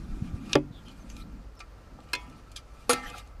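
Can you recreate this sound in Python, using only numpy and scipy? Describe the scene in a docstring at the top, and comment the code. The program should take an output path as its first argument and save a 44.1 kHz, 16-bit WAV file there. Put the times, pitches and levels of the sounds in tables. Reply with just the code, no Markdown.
"""Wind thumps and rumble at a microphone outdoors, over a faint slide of a steel spatula on an oiled plate.
The spatula then knocks the plate's rim once and drops on the plate twice: noise cracks excite decaying
modes of plate, blade, shank and rim. Between them the edge slides as filtered random slips, with light
ticks and drifting squeaks. Behind lie a short yard reverberation, air, burner hiss, a low hum and a thin whine."""
import sys
import numpy as np
from scipy import signal
from scipy.fft import rfft, irfft
from scipy.io import wavfile
from scipy.ndimage import uniform_filter1d

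SR = 44100
rng = np.random.default_rng(int(sys.argv[2]) if len(sys.argv) > 2 else 0)


def materialize(psi):
    """Save the field psi as 16-bit PCM at rate SR to the path in sys.argv[1].

    A 1-D psi becomes a single channel; in a 2-D psi each row is a channel.
    """
    bounded = np.clip(np.atleast_2d(psi).T, -1, 1)
    quanta = np.round(bounded * 32767).astype(np.int16)
    wavfile.write(sys.argv[1], SR, quanta)


N = 149940  # length in samples


def undb(db):
    """Level law: decibels to an amplitude ratio."""
    return 10 ** (np.asarray(db) / 20)


def unit(x):
    """Normalization to an rms of 1."""
    return x / np.sqrt(np.mean(x ** 2))


def shape(x, gain):
    """Linear filtering: multiplies the spectrum by a gain that is a function of frequency."""
    return irfft(rfft(x) * gain(np.fft.rfftfreq(len(x), 1 / SR) + 1), len(x))  # +1 Hz avoids log(0)


def hump(hz, octaves):
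    """Band-pass weighting: a bell-shaped gain on a log-frequency axis."""
    return lambda f: np.exp(-.5 * (np.log2(f / hz) / octaves * 2) ** 2)


def walk(rate):
    """Slow random modulation: twice-averaged noise with an rms of 1."""
    k = int(SR / rate)
    return unit(uniform_filter1d(uniform_filter1d(rng.standard_normal(N), k), k))


def slow_noise(n, width_hz):
    """Narrow-band modulation: low-passed noise that spreads a carrier over about width_hz."""
    return unit(shape(rng.standard_normal(n), lambda f: 1 / (1 + (2 * f / width_hz) ** 2)))


def add(out, s, x):
    """Superposition: adds a sound to out from time s, cut at the end."""
    i = int(s * SR)
    out[i:i + len(x)] += x[:N - i]


DAMPED_T60_S, DAMPED_ABOVE_HZ = 0.018, 5000  # extra decay of high modes under pressure
WAVERS_PER_S, WAVER = 25, .2  # rate and relative depth of the mode waver
RING_RISE_S = 0.0012


def ring(hz, modes, free_s=9., pressed_t60=9.):
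    """Modal decay with added damping: wavering modes die sooner once the blade presses, high ones fastest."""
    t = np.arange(SR // 2) / SR
    hz = np.array(hz)[:, None]
    db, t60 = np.array(modes).T[:, :, None]
    pressed_s = np.maximum(t - free_s, 0)
    extra_decay = pressed_s * (1 / pressed_t60 + (hz > DAMPED_ABOVE_HZ) / DAMPED_T60_S)
    steps = rng.standard_normal((2, len(hz), 60))
    wavers = [np.array([np.interp(t * WAVERS_PER_S, np.arange(len(row)), row) for row in rows])
              for rows in steps]
    in_phase, quadrature = (w * WAVER * np.minimum(t / 0.057, 1) for w in wavers)
    turn = 2 * np.pi * hz * t
    decay = undb(db - 60 * (t / t60 + extra_decay))
    signs = (-1) ** np.arange(len(hz))[:, None]
    waves = decay * ((1 + in_phase) * np.sin(turn) + quadrature * np.cos(turn)) * signs
    return waves.sum(axis=0) * np.minimum(t / RING_RISE_S, 1)


CRACK_LUMP_DB, CRACK_LUMP_HZ = 3.8, 350  # spread and spacing of spectral lumps


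def burst(hz, octaves, rise, t60):
    """Impact noise: a quick rise, an exponential decay and a lumpy metallic spectrum of its own."""
    t = np.arange(SR // 4) / SR
    env = np.minimum(t / max(rise, 1e-4), 1) ** 2 * undb(-60 * np.maximum(t - rise, 0) / t60)
    lumps_db = CRACK_LUMP_DB * rng.standard_normal(int(SR / 2 / CRACK_LUMP_HZ) + 2)

    def colour(f):
        lumps = np.interp(f / CRACK_LUMP_HZ, np.arange(len(lumps_db)), lumps_db)
        lumps = lumps * np.minimum(f / 2500, 1)  # smoother in the bass
        return hump(hz, octaves)(f) * undb(lumps) / (1 + (f / 12500) ** 4)

    return .5 * unit(shape(rng.standard_normal(len(t)), colour)) * env


# Modal frequencies of each body: f/Hz
PLATE_MODES_HZ = [253, 484, 560, 696, 829, 1176, 1322, 1500, 1700, 1830, 2078, 2363, 2495, 2912, 3284, 3795,
                  4317, 4624]
BLADE_MODES_HZ = [988, 1660, 1830, 2105, 2223, 2498, 2573, 2735, 3180, 3295, 3494, 4148, 4780, 5362, 6056,
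                  7477]
SHANK_MODES_HZ = [5150, 5857, 6675, 7350, 8102, 8721, 9685, 9938, 10305, 10710, 11500, 12800, 14050]
RIM_MODES_HZ = [142, 250, 296, 380, 450, 562, 700, 850, 1150, 1362, 1800, 3085]
# Strength and free decay of the same modes: relative level/dB, t60/s
PLATE_MODES = [(-11.5, 0.39), (2.5, 0.16), (-36, 0.11), (-7, 0.27), (-11.5, 0.77), (-3, 0.12), (-8, 0.45),
               (-19, 0.073), (-38.5, 0.35), (-12, 0.48), (-17.5, 0.99), (-15.5, 0.27), (-6, 0.033),
               (-22, 0.21), (-14.5, 0.11), (-15.5, 0.16), (-12, 0.086), (-13.5, 0.21)]
BLADE_MODES = [(-11, 0.41), (5.5, 0.015), (-20, 0.16), (-10, 0.13), (-17.5, 0.29), (-4, 0.13), (-6.5, 0.17),
               (-25, .21), (-8.5, 0.042), (-21, 0.28), (-15, 0.13), (-2, 0.056), (-6, 0.032), (-28, 0.18),
               (-25, 0.17), (-28, 0.11)]
SHANK_MODES = [(-16, .1), (-18, .2), (-12, .6), (-18, .12), (-18, .15), (-10, .14), (-9, .3), (-1, .085),
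               (-7, .15), (-6, .14), (-20, .2), (-14, .06), (-24, .1)]
RIM_MODES = [(-4.5, 0.25), (-8, 0.28), (0.5, 0.26), (4, .13), (-15, 0.054), (2.5, 0.1), (-32, 0.11),
             (-3, 0.059), (-4, 0.05), (-19, 0.02), (1.5, 0.022), (-18, 0.05)]
# Blows: t/s, crack level/dB, crack centre f/Hz, width/octaves, crack t60/s, plate level/dB,
# blade level/dB, shank level/dB, rim level/dB, time until pressed/s, extra t60 when pressed/s
BLOWS = [(0.5315, -7.5, 3920, 0.75, 0.016, -67, -30, -37, -51, 0.00087, 0.073),
         (.5525, -12.5, 420, 1.18, 0.081, -82, -64, -72, -41, 0.23, .6),
         (0.5541, -12, 2430, 1.87, 0.014, -75, -41.5, -80, -19, .3, .6),
         (2.1328, -20.5, 3500, 4.6, 0.029, -45, -26, -69, -44.5, .2, .6),
         (2.1347, -22.5, 2260, 2.8, 0.033, -72, -30, -65, -85, .2, .6),
         (2.1505, -24, 4000, 1.7, 0.033, -80, -31.5, -80, -50.5, .2, 0.81),
         (2.8941, -17.5, 2150, 2.7, 0.14, -19, -25.5, -22.5, -67, 0.047, 3),
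         (2.902, -36, 2860, 3.3, 0.041, -30, -47, -23, -66, 0.019, 3),
         (2.932, -18.5, 6500, 7.8, 0.032, -31, -28.5, -34, -37.5, 0.0041, .3)]
CRACK_RISE_CYCLES = 0.4  # in periods of the crack's centre frequency


def blows():
    """Impact excitation: each blow is a crack plus the modal ring of whatever it shakes."""
    cracks, rings = np.zeros((2, N))
    for s, db, hz, octaves, t60, plate_db, blade_db, shank_db, rim_db, free, pressed in BLOWS:
        add(cracks, s, undb(db) * burst(hz, octaves, CRACK_RISE_CYCLES / hz, t60))
        bodies = ((PLATE_MODES_HZ, PLATE_MODES, plate_db), (BLADE_MODES_HZ, BLADE_MODES, blade_db),
                  (SHANK_MODES_HZ, SHANK_MODES, shank_db), (RIM_MODES_HZ, RIM_MODES, rim_db))
        for modes_hz, modes, body_db in bodies:
            add(rings, s, undb(body_db) * ring(modes_hz, modes, free, pressed))
    return cracks, rings


PRESSED_T60_S = .14  # contact damping on top of each mode's own decay


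def steel(x):
    """Convolution with a modal response: contact noise rings blade, plate and shank while they are pressed."""
    body = ring(BLADE_MODES_HZ, BLADE_MODES)
    body = body + undb(17) * ring(PLATE_MODES_HZ, PLATE_MODES)
    body = body + undb(6.0) * ring(SHANK_MODES_HZ, SHANK_MODES)
    body = body * undb(-60 * np.arange(len(body)) / SR / PRESSED_T60_S)
    return signal.fftconvolve(x, body / np.sqrt(np.sum(body ** 2)) * 2)[:N]


# Sliding of the blade: t/s, level/dB, brightness f/Hz
SLIDE = [(0, -58.5, 3780), (.43, -58, 3240), (.5, -52.5, 3260), (0.531, -45.5, 4500), (.6, -65, 3440),
         (.7, -99, 3500), (.74, -69, 5500), (.9, -56.5, 4100), (1.05, -63.5, 5200), (1.1, -55, 5100),
         (1.2, -52, 5100), (1.26, -70.5, 4050), (1.9, -70.5, 3630), (2.1, -61, 3160), (2.22, -57, 2900),
         (2.5, -64, 3420), (2.66, -65.5, 3780), (2.88, -58.5, 4600), (2.959, -41, 2950),
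         (3.02, -51.5, 3120), (3.07, -45.5, 2980), (3.121, -48.5, 2930), (3.172, -45, 3450),
         (3.198, -48, 4000), (3.228, -57.5, 3100), (3.32, -67, 3170), (3.4, -99, 3020)]
SLIPS_PER_S, SLIP_SCATTER_DB = 1500, 1.8
SLIDE_PATCHY_DB, PATCHES_PER_S = 2.8, 30  # independent flicker of each band
SLIDE_RING_DB = -10


def slide(t):
    """Friction noise: dense uneven slips in gritty runs; narrow bands flare up as the contact shifts."""
    s, db, hz = np.array(SLIDE).T
    slips = (rng.random(N) < SLIPS_PER_S / SR) * rng.standard_normal(N)
    slips = slips * undb(SLIP_SCATTER_DB * rng.exponential(size=N))
    slips = unit(slips + 0.55 * rng.standard_normal(N))
    slips = slips * undb(np.interp(t, s, db) + 1.76 * walk(43))
    centre, out = np.interp(t, s, hz), 0
    for band in 450 * 2 ** (np.arange(30) / 6):  # sixth-octave steps
        weight = hump(centre, 3.0)(band) * (2000 / band) ** 0.57
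        weight = weight * undb(SLIDE_PATCHY_DB * walk(PATCHES_PER_S))
        out = out + shape(slips, hump(band, 1 / 6)) * weight
    return out + undb(SLIDE_RING_DB) * steel(out)


# Light touches of the blade: t/s, level/dB, centre f/Hz, rise/s, t60/s
TICKS = [(0.4566, -47, 3700, 0.00092, 0.042), (0.4899, -42, 2960, 0.0059, 0.034),
         (0.883, -40.5, 3500, 0.0005, 0.014), (0.89, -51, 3220, 0.002, 0.044),
         (1.1, -36.5, 4300, 0.00067, 0.013), (1.108, -72, 6200, 0.0021, 0.038),
         (1.1657, -35, 3140, 0.0016, 0.01), (1.552, -55, 9000, 0.0009, 0.016),
         (1.589, -48.5, 4570, 0.0038, 0.12), (1.6, -47, 595, 0.0039, .04),
         (1.602, -36, 2190, 0.0023, 0.042), (1.986, -44.5, 607, 0.0029, 0.012),
         (2.0033, -44.5, 2600, 0.00086, 0.0069), (2.0893, -45.5, 2560, 0.00023, 0.01),
         (2.296, -51.5, 6860, 0.0027, .03), (2.305, -52, 347, 0.0021, 0.026),
         (2.5158, -45.5, 5700, 0.0011, 0.043), (2.557, -31, 4140, 0.0061, 0.087),
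         (3.0221, -49, 2000, .001, 0.024), (3.097, -38, 4960, 0.0033, 0.025),
         (3.106, -73, 500, 0.0032, 0.056), (3.14, -42, 586, 0.0076, 0.077),
         (3.178, -39.5, 7600, 0.004, 0.043), (3.179, -56, 720, 0.003, .04),
         (3.193, -44, 6000, 0.0011, 0.01), (3.273, -50.5, 5200, 0.0012, 0.017)]
TICK_OCT, TICK_RING_DB = 1.9, -12  # bandwidth, level of the ring


def ticks():
    """Weak impact excitation: short noise bursts with a little modal ring."""
    out = np.zeros(N)
    for s, db, hz, rise, t60 in TICKS:
        add(out, s, undb(db) * burst(hz, TICK_OCT, rise, t60))
    return out + undb(TICK_RING_DB) * steel(out)


# Brief faint squeaks: t/s, length/s, start f/Hz, end f/Hz, level/dB, width/Hz
SQUEAKS = [(0.71, 0.12, 3900, 3100, -59, 700), (0.851, 0.071, 3164, 2950, -55.5, 500),
           (.985, 0.057, 6400, 6000, -65.5, 250), (1.088, 0.046, 6370, 6130, -58, 900),
           (1.205, 0.026, 3990, 3950, -53, 350), (1.562, 0.034, 5550, 5170, -63, 400),
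           (3.032, 0.064, 6000, 5960, -62, 120), (3.026, 0.056, 1700, 1924, -43.5, 300),
           (3.051, 0.061, 3090, 3120, -49, 250), (3.06, 0.048, 11500, 11500, -59, 500),
           (3.093, 0.072, 2510, 2584, -54.5, 60), (3.123, 0.043, 1350, 1324, -44, 120),
           (3.16, 0.055, 3740, 3750, -55, 252)]
SQUEAK_PURE = .35  # steady tone relative to its noise modulation


def squeaks():
    """Narrow-band modulation of a gliding carrier: short breathy tones that drift."""
    out = np.zeros(N)
    for s, length, hz, end_hz, db, width_hz in SQUEAKS:
        n = int(length * SR)
        in_phase, quadrature = (slow_noise(8192, width_hz)[:n] for _ in range(2))
        turn = 2 * np.pi * np.cumsum(np.linspace(hz, end_hz, n)) / SR
        tone = (SQUEAK_PURE + in_phase) * np.sin(turn) + quadrature * np.cos(turn)
        add(out, s, undb(db) * np.hanning(n) ** .5 * tone)
    return out


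YARD_T60_S, YARD_DB = .07, -8


def yard(near, t):
    """Diffuse reverberation: convolution with exponentially decaying band-limited noise."""
    tail = shape(rng.standard_normal(SR // 3), hump(1400, 1.76)) * undb(-60 * t[:SR // 3] / YARD_T60_S)
    return undb(YARD_DB) * signal.fftconvolve(near, tail / np.sqrt(np.sum(tail ** 2)))[:N]


# Low wind rumble on the microphone: t/s, level/dB
RUMBLE = [(0.0, -42), (0.16, -37.5), (0.44, -46.5), (0.82, -52), (1.3, -44.5), (1.56, -53.5), (1.8, -51),
          (1.95, -49.5), (2.37, -54.5), (2.85, -47.5), (3.11, -61), (3.4, -44)]
# Higher wind flutter, in successive stretches: t/s, level/dB
FLUTTER = [
    [(0.0, -42.5), (0.1, -43.5), (0.436, -42), (0.53, -41)],
    [(0.72, -58.5), (0.792, -55.5), (1.262, -48.5), (1.372, -49.5), (1.66, -79), (1.942, -53), (2.1, -61)],
    [(2.2, -73), (2.266, -49.5), (2.464, -61), (2.694, -84), (2.87, -54)],
    [(3.0, -52), (3.074, -52.5), (3.254, -68.5), (3.4, -67)],
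]
# Wind thumps: t/s, level/dB, length/s
THUMPS = [(0.1, -35.5, 0.0073), (0.126, -28, 0.025), (0.224, -19, 0.005), (0.345, -24, 0.0094),
          (0.711, -30, 0.0051), (3.066, -36, 0.023)]


def wind(t):
    """Turbulent pressure fluctuation: gusty low-band noise with single pressure thumps."""
    low = unit(shape(rng.standard_normal(N), lambda f: hump(45, 1.6)(f) / (1 + (f / 85) ** 6)))
    high = unit(shape(rng.standard_normal(N), lambda f: hump(220, 1.5)(f) / (1 + (f / 330) ** 8)))
    rumble = low * undb(np.interp(t, *np.array(RUMBLE).T))
    flutter = high * undb(np.interp(t, *np.concatenate(FLUTTER).T) + 0.5 * walk(25))
    out = rumble + flutter
    for s, db, length in THUMPS:
        u = (t - s) / length * 3
        out -= undb(db) * (1 - 0.98 * u ** 2) * np.exp(-.5 * u ** 2)  # a dip between two swells
    return out


# Spectrum of the open air: f/Hz, relative level/dB per Hz
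AIR_SPECTRUM = [(53, -35), (90, 11.5), (203, -3.5), (298, -1), (370, -6.5), (468, -2.5), (499, -3),
                (852, -8), (1230, -9), (3500, -24), (4720, -22), (15000, -40)]
AIR_DB = -55


def open_air():
    """Spectrally shaped noise: a broad background with a slight slow swell."""
    hz, db = np.array(AIR_SPECTRUM).T
    air = shape(rng.standard_normal(N), lambda f: undb(np.interp(np.log(f), np.log(hz), db)) * (f > 90))
    return undb(AIR_DB + 0.5 * walk(9.0)) * unit(air)


BURNER_HZ, BURNER_END_HZ, BURNER_WIDTH_HZ, BURNER_DB = 1460, 1288, 59, -70.5


def burner(t):
    """Narrow-band noise: a band of hiss whose centre sags from the start toward the end frequency."""
    sag = BURNER_END_HZ + (BURNER_HZ - BURNER_END_HZ) * np.exp(-t / 1.5)
    turn = 2 * np.pi * np.cumsum(sag) / SR
    hiss = slow_noise(N, BURNER_WIDTH_HZ) * np.sin(turn) + slow_noise(N, BURNER_WIDTH_HZ) * np.cos(turn)
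    return undb(BURNER_DB) * hiss


HUM_HZ, HUM_WIDTH_HZ, HUM_DB = 51, 14, -58


def hum(t):
    """Random modulation of a carrier: an unsteady low tone."""
    turn = 2 * np.pi * HUM_HZ * t
    tone = (2.3 + slow_noise(N, HUM_WIDTH_HZ)) * np.sin(turn) + slow_noise(N, HUM_WIDTH_HZ) * np.cos(turn)
    return undb(HUM_DB) * tone


WHINE_HZ, WHINE_DB = 14200, -86


def whine(t):
    """Amplitude modulation by slow noise: a thin high tone."""
    return undb(WHINE_DB) * slow_noise(N, 60) * np.sin(2 * np.pi * WHINE_HZ * t)


def scene():
    """Superposition of all sources; the yard reflects cracks, ticks and slide only."""
    t = np.arange(N) / SR
    cracks, rings = blows()
    near = cracks + ticks() + slide(t)
    background = wind(t) + open_air() + burner(t) + hum(t) + whine(t)
    return (near + rings + squeaks() + yard(near, t) + background)[None]


TOP_HZ = 15200


def record(dry):
    """Band limitation: a steep elliptic low-pass cuts the top."""
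    return signal.sosfilt(signal.ellip(8, .2, 60, TOP_HZ, fs=SR, output="sos"), dry)


dry = scene()
out = record(dry)
materialize(out)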